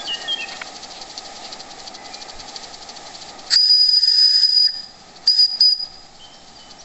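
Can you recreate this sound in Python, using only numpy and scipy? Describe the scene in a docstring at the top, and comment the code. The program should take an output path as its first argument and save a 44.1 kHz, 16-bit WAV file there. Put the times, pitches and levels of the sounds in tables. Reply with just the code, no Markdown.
"""Songbirds chirp in the hedge over the chuffing of a small live-steam garden locomotive.
Each piston stroke puffs wet steam up the chimney, and the wagons rumble and clack as they draw away.
The whistle spits water, then a steam jet sounds its pipe: one long, fluttering blast and a double toot
echo round the garden. Automatic gain control ducks everything else under the whistle."""
import sys
import numpy as np
from scipy import signal
from scipy.fft import rfft, irfft, next_fast_len
from scipy.io import wavfile
from scipy.ndimage import uniform_filter1d, minimum_filter1d, map_coordinates

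SR = 44100
rng = np.random.default_rng(int(sys.argv[2]) if len(sys.argv) > 2 else 0)


def wav_out(sig):
    """Save sig, one row per channel (or a flat mono array), as 16-bit PCM at SR to the path in sys.argv[1]."""
    wavfile.write(sys.argv[1], SR, np.round(np.clip(np.atleast_2d(sig).T, -1, 1) * 32767).astype(np.int16))


N = 301644
TIME = np.arange(N) / SR

# Levels are relative; a spread is the standard deviation of a bell-shaped swell.
# distant outdoor bed: f/Hz, level/dB
FAR_SPECTRUM = [(50, -17.5), (110, -7.5), (190, -2), (300, -9), (500, -14.5), (1500, -15), (4000, -37.5)]
# low rumble of air: f/Hz, level/dB
AIR_SPECTRUM = [(15, 15.5), (30, -9.5), (65, 0), (110, -11.5), (300, -28), (1500, -81)]
# one puff of air on the microphone: t/s, level/dB, spread/s
GUST = (2.38, -34.5, 0.031)
# garden reverb: f/Hz, time to fall 60 dB/s
GARDEN_DECAY = [(300, 0.44), (2000, 0.8), (5000, 0.54), (9000, 0.27)]
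# birdsong: t/s, length/s, start f/Hz, end f/Hz, level/dB, opening trill/share of pitch
BIRD_NOTES = [(-.03, 0.056, 3450, 3450, -33.5, 0.028), (-.02, 0.089, 1677, 1622, -47, 0.017),
              (0.043, .032, 4900, 4350, -30, 0), (0.069, 0.087, 3400, 2862, -24.5, 0.095),
              (.09, 0.075, 1770, 1868, -39.5, 0.1), (.235, 0.057, 1913, 1822, -35, 0),
              (0.275, 0.077, 3490, 3187, -21.5, 0.014), (0.382, 0.039, 2634, 2750, -27, 0.015),
              (.4, 0.063, 1867, 1825, -37.5, 0), (.408, 0.044, 2680, 2534, -27.5, 0.06),
              (1.923, 0.075, 1970, 2017, -55, 0.034), (2.105, 0.048, 2388, 2413, -46.5, 0),
              (6.193, 0.068, 2890, 3110, -43, 0.09), (6.308, 0.065, 4600, 5450, -51.5, .03),
              (6.548, 0.034, 5050, 4580, -41.5, 0), (6.583, 0.06, 3080, 3020, -48, 0.044),
              (6.783, 0.033, 5030, 6100, -40, 0.018)]
# the train draws away: t/s, rolling level/dB, leak level/dB, exhaust level/dB
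TRAIN_FADES = [(0.2, -35.5, -43, -29), (1.0, -38.5, -44, -30), (1.5, -36.5, -44.5, -30),
               (2.5, -38.5, -45, -29), (3.4, -38, -45, -34), (4.9, -48, -51.5, -46),
               (5.2, -42.5, -51, -41.5), (6.0, -48, -53, -46.5), (6.8, -45, -50.5, -39.5)]
# wheels on rails: f/Hz, level/dB
ROLLING_SPECTRUM = [(65, -50.5), (110, -27.5), (237, -5.5), (301, -6), (538, -6.5), (790, 3.5), (1040, -23),
                    (1240, -5), (1430, -17), (1790, -9), (2600, -15.5), (3380, -40.5), (5720, -120)]
# wagon bodies and track: f/Hz, width/Hz, level/dB
WAGON_MODES = [(812, 79, 2), (1276, 70, -5), (1870, 320, -15)]
# leaking steam: f/Hz, level/dB
LEAK_SPECTRUM = [(1500, -19.5), (2800, -10), (3700, -3.5), (5000, -2), (5800, -7), (6800, -6.5),
                 (7400, -5.5), (7900, -8)]
# couplings snap taut: t/s, level/dB, spread/s
CLACKS = [(0.527, -36, 0.012), (0.619, -21, 0.0026)]
# colour of a clack: f/Hz, level/dB
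COUPLING_SPECTRUM = [(300, -32), (800, -14), (1150, -2), (1700, -5), (2200, 1), (2800, -15), (3500, -11.5),
                     (4500, -15), (8000, -41)]
# flanges touch the rail: t/s, level/dB, spread/s
SCRAPES = [(.524, -32.5, 0.0082), (.965, -37.5, 0.024), (1.455, -38, 0.028)]
# colour of a scrape: f/Hz, level/dB
FLANGE_SPECTRUM = [(1500, -21), (2400, -9), (3300, -5), (4300, 3), (5500, -12), (8000, -17)]
# the driving wheels run evenly, quicken a little, then slow: t/s, rotation/turns
WHEEL_TURNS = [(-.016, 0), (2.405, 7), (2.745, 8), (3.397, 10), (5.006, 15), (5.689, 17), (6.05, 18),
               (6.483, 19), (6.968, 20)]
# four uneven exhaust beats to a wheel turn: position/turns, level/dB
BEATS = [(0, -3), (.253, -2.5), (.473, 0.5), (.693, -2)]
# water spat from the chimney: t/s, level/dB
CHIMNEY_DROPS = [(0.833, -27), (1.178, -27), (2.222, -33)]
# smokebox and chimney: f/Hz, width/Hz, level/dB
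CHIMNEY_MODES = [(3370, 580, -14.5), (4034, 110, -3.5), (4490, 160, -0.5), (4846, 120, -3),
                 (5160, 390, -11.5), (5935, 120, -9), (6340, 180, -12.5), (7380, 150, -14.5)]
# spurts of water as the whistle valve first opens: t/s, level/dB, spread/s
SPURTS = [(3.514, -21, 0.0072), (3.529, -17.5, .005), (3.541, -10, 0.005), (3.557, -14, 0.0057)]
# the water-filled whistle: f/Hz, width/Hz, level/dB
FLOODED_MODES = [(1380, 240, -8), (1840, 270, -3), (4155, 680, 0), (4720, 410, 8), (5600, 520, -5.5),
                 (5830, 590, -11), (7590, 170, 1)]
# the pipe empties after the long blast: t/s, level/dB, spread/s
GULP = (4.682, -26.5, 0.008)
# the cab rings under a wet jet: f/Hz, width/Hz, level/dB
CAB_MODES = [(1577, 200, -5), (1790, 190, 1), (2050, 170, -11.5)]
# the pipe, stirred by steam at its lip: f/Hz, width/Hz, level/dB
PIPE_MODES = [(1530, 700, -17.5), (2550, 250, -13), (3540, 930, -9), (4510, 260, 3), (4880, 172, 12.5),
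              (5520, 930, -3.5), (6240, 230, 0), (7650, 1800, -8)]
# water in the jet: t/s, relative amount
WETNESS = [(3.6, 0.81), (3.9, 0.91), (4.1, 1.67), (4.45, 1.7), (4.6, .9), (5.38, 0.95), (5.65, 0.55)]
# drops choke the tone: t/s, spread/s, depth/dB
CHOKES = [(3.656, .016, 6), (3.691, 0.0032, 21.5), (3.91, 0.0022, 22), (4.006, 0.0064, 9.5),
          (4.019, .006, 13.5), (4.062, 0.0084, 10), (4.411, 0.01, 7.5), (5.351, 0.021, 7),
          (5.379, 0.0051, 12.5)]
# whistle cues: open t/s, close t/s, f/Hz, scoop/Hz, scoop time/s,
# opening level/dB, closing level/dB, steam rush level/dB
BLASTS = [(3.558, 4.676, 4940, 202, 0.01837, 10, -2.5, -17),
          (5.275, 5.467, 4940, 300, 0.0087, 1.5, -2, -16.5),
          (5.606, 5.741, 4958, 1001, 0.0013, 1.5, -2, -18)]
# steep high cut on the mix: f/Hz, level/dB
HIGH_CUT = [(7650, 0), (7950, -9), (8250, -28), (8400, -50), (8700, -120)]


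def amp(db):
    """Decibels to gain."""
    return 10 ** (np.asarray(db) / 20)


def unit(x):
    """x at rms 1."""
    return x / np.sqrt(np.mean(x ** 2) + 1e-20)


def along(points, hz):
    """Points (f/Hz, value) read on a log axis."""
    f, v = np.transpose(points)
    return np.interp(np.log(hz + 1), np.log(f + 1), v)


def curves(rows):
    """An automation curve for each column after the time."""
    times, *columns = np.transpose(rows)
    return [np.interp(TIME, times, column) for column in columns]


def wobble(rate):
    """A smooth random curve, rate knots a second."""
    return map_coordinates(rng.standard_normal(int(N * rate / SR) + 4), [TIME * rate])


def bump(s, spread):
    """A bell-shaped swell of height 1 around time s."""
    return np.exp(-.5 * np.minimum(((TIME - s) / spread) ** 2, 200))


def bursts(rows):
    """Summed swells from rows of t/s, level/dB, spread/s."""
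    return sum(amp(db) * bump(s, spread) for s, db, spread in rows)


def gate(t, start, end, edge):
    """1 between start and end, with soft edges."""
    return np.sin(np.pi / 2 * np.clip(np.minimum(t - start, end - t) / edge, 0, 1)) ** 2


def filtered(x, response):
    """x shaped by a frequency response."""
    size = next_fast_len(N + SR // 2)
    return irfft(rfft(x, size) * response(np.fft.rfftfreq(size, 1 / SR)), size)[:N]


def noise(spectrum):
    """Noise of rms 1 with the given colour."""
    return unit(filtered(rng.standard_normal(N), lambda hz: amp(along(spectrum, hz))))


def ring(x, modes):
    """x through a bank of resonances of alternating polarity, at rms 1."""
    def body(f):
        return sum((-1) ** k * amp(db) * 1j * f * width / (hz * hz - f * f + 1j * f * width)
                   for k, (hz, width, db) in enumerate(modes))
    return unit(filtered(x, body))


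def resonant(modes):
    """Noise of rms 1 ringing in the given resonances."""
    return ring(rng.standard_normal(N), modes)


def outdoors(far_db=-54.0, breeze_db=-54.5):
    """A low, distant bed, and light air on the microphone with one gust."""
    bed = amp(far_db) * noise(FAR_SPECTRUM) * amp(wobble(1))
    return bed + (amp(breeze_db) + bursts([GUST])) * noise(AIR_SPECTRUM)


def garden_echo(x, predelay_s=.035):
    """Hedge, trees and walls scatter the sound into a short, diffuse tail."""
    hz, t, spectra = signal.stft(rng.standard_normal(SR), SR, nperseg=256)
    decay = amp(-60 * t / along(GARDEN_DECAY, hz)[:, None])
    tail = signal.istft(spectra * decay, SR, nperseg=256)[1]
    delayed = np.pad(x, (int(predelay_s * SR), 0))
    return signal.fftconvolve(delayed, tail / np.linalg.norm(tail))[:N]


def birds(glide_s=0.01436, trill_hz=72, trill_s=0.023, swell_db=9.5, swell_s=.016):
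    """Each note is a pure, warbling glide that opens with a trill and swells as it settles."""
    direct, send = np.zeros(N), np.zeros(N)
    warble = 1 + 0.0047 * wobble(140)
    for s, length, start_hz, end_hz, db, trill in BIRD_NOTES:
        on = (TIME > s) & (TIME < s + length)
        t = TIME[on] - s
        hz = (end_hz + (start_hz - end_hz) * np.exp(-t / glide_s)) * warble[on]
        hz *= 1 + trill * np.exp(-t / trill_s) * np.sin(2 * np.pi * trill_hz * t)
        envelope = amp(db + 4.5 - swell_db * np.exp(-t / swell_s)) * gate(t, 0, length, 0.0072)
        note = envelope * np.sin(2 * np.pi * np.cumsum(hz) / SR)
        # fainter and lower notes carry more echo
        send_db = -13.5 - 0.5 * (db + 27) - 2.5 * np.log2(end_hz / 3080)
        direct[on] += note
        send[on] += amp(send_db) * note
    return direct + garden_echo(send)


def wheels():
    """Rolling wheels rumble into the wagon bodies and track."""
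    roll_db, _, _ = curves(TRAIN_FADES)
    rumble = amp(-3.5) * noise(ROLLING_SPECTRUM) + amp(-9) * resonant(WAGON_MODES)
    return rumble * amp(roll_db + 0.97 * wobble(20))


def steam_leak():
    """Escaping steam lays a wavering hiss under the chuffs."""
    _, leak_db, _ = curves(TRAIN_FADES)
    return noise(LEAK_SPECTRUM) * amp(leak_db + 5.5 + 1.2 * wobble(9.8))


def wagon_clatter():
    """Couplings clack as the slack runs out, and wheel flanges scrape the rail."""
    return noise(COUPLING_SPECTRUM) * bursts(CLACKS) + noise(FLANGE_SPECTRUM) * bursts(SCRAPES)


def chuff_cues(scatter_db=1.05):
    """The turning wheels time every exhaust beat: t/s, level/dB."""
    times, turns = np.transpose(WHEEL_TURNS)
    fade_s, _, _, exhaust_db = np.transpose(TRAIN_FADES)
    for turn in range(int(turns[-1])):
        for position, db in BEATS:
            s = np.interp(turn + position, turns, times)
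            yield s, db + np.interp(s, fade_s, exhaust_db) - scatter_db * rng.standard_normal()


def exhaust(skirt_s=0.015, skirt_db=-10, sputter_db=2.0):
    """Every piston stroke puffs wet steam up the chimney; a harder beat has a tighter core."""
    beats = np.zeros(N)
    for s, db in chuff_cues():
        core = bump(s, 0.0069 * amp(-.3 * (db + 30)))
        beats += amp(db) * (core + amp(skirt_db) * bump(s, skirt_s))
    drops = sum(amp(db) * (TIME > s) * np.exp(-np.abs(TIME - s) / 0.0013) for s, db in CHIMNEY_DROPS)
    sputter = unit(amp(sputter_db * wobble(500)))
    return (amp(-3.5) * beats * sputter + drops) * resonant(CHIMNEY_MODES)


def whistle_spit(drops_per_s=3500):
    """Condensed water crackles out of the cold whistle, and the pipe gulps as it empties."""
    drops = (rng.random(N) < drops_per_s / SR) * rng.standard_normal(N)
    crackle = bursts(SPURTS) * (ring(drops, FLOODED_MODES) + amp(-7.5) * resonant(PIPE_MODES))
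    return crackle + bursts([GULP]) * resonant(CAB_MODES)


def whistle(sag_hz=210, sag_s=0.009, bleed_s=0.015, close_s=0.0044):
    """A steam jet sounds a short pipe; pitch scoops up and sags with the pressure, water adds rasp."""
    choke_db = sum(depth * bump(s, spread) for s, spread, depth in CHOKES)
    wetness, = curves(WETNESS)
    excess_water = wetness - 1
    # water makes the tone flutter, weakens it and pushes it sharp
    flutter_db = 2 * wetness * unit(wobble(170) + .5 * wobble(75))
    tone_gain = amp(flutter_db - choke_db - 2 * excess_water)
    jitter_hz = wetness * (19 * wobble(260) + 9 * wobble(35))
    sharpen_hz = 32.36 * excess_water + 4.5 * choke_db
    # a wetter jet also rushes louder and rings the cab harder
    rush = resonant(PIPE_MODES) * amp(5 * (wetness - 2))
    cab = resonant(CAB_MODES) * amp(-38.5 + 9.5 * excess_water)
    out = np.zeros(N)
    for start, end, hz, scoop_hz, scoop_s, open_db, close_db, rush_db in BLASTS:
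        remaining = np.maximum(end - TIME, 0)
        scoop = scoop_hz * np.exp(-np.maximum(TIME - start, 0) / scoop_s)
        sag = sag_hz * np.exp(-remaining / sag_s)
        pitch = hz + sharpen_hz + jitter_hz - scoop - sag
        envelope = gate(TIME, start, end, 0.0033) * (1 - np.exp(-remaining / close_s))
        tone = tone_gain * envelope * np.sin(2 * np.pi * np.cumsum(pitch) / SR)
        # steam flows just before the pipe speaks and bleeds away as the valve shuts
        flow = np.exp(-np.maximum(start - TIME, 0) / 0.0054)
        flow *= np.exp(-np.maximum(TIME - end + bleed_s, 0) / bleed_s)
        pressure = amp(np.interp(TIME, [start, end], [open_db, close_db]))
        out += pressure * (tone + flow * (amp(rush_db) * rush + cab))
    return out


def scene(echo_db=-17.5):
    """Mono mix: the whistle and its echo on top of train, birds and outdoor bed."""
    blasts = whistle() + whistle_spit()
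    train = wheels() + steam_leak() + exhaust() + wagon_clatter()
    return (train + blasts + amp(echo_db) * garden_echo(blasts) + birds() + outdoors())[None]


def gain_control(x, threshold_db=-10.0, hold_s=0.043, release_db_per_s=130):
    """The gain ducks within milliseconds on a loud sound, holds, then climbs back."""
    power = np.abs(uniform_filter1d(x ** 2, size=176, origin=44))
    over_db = np.maximum(10 * np.log10(power + 1e-12) - threshold_db, 0)
    span = int(hold_s * SR)
    held_db = -minimum_filter1d(-over_db, span, origin=(span - 1) // 2)
    release_db = release_db_per_s * TIME
    cut_db = np.maximum.accumulate(held_db + release_db) - release_db
    return x * amp(-uniform_filter1d(cut_db, size=132))


def record(dry, clip_level=.66, floor_db=-51.5):
    """Output chain: ducking, a soft clip on stray peaks, a faint low noise floor and a high cut."""
    ducked = gain_control(dry[0])
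    rounded = ducked / (1 + (ducked / clip_level) ** 8) ** (1 / 8)
    noisy = rounded + amp(floor_db) * noise(AIR_SPECTRUM)
    return filtered(noisy, lambda hz: amp(along(HIGH_CUT, hz)))[None]


dry = scene()
out = record(dry)
wav_out(out)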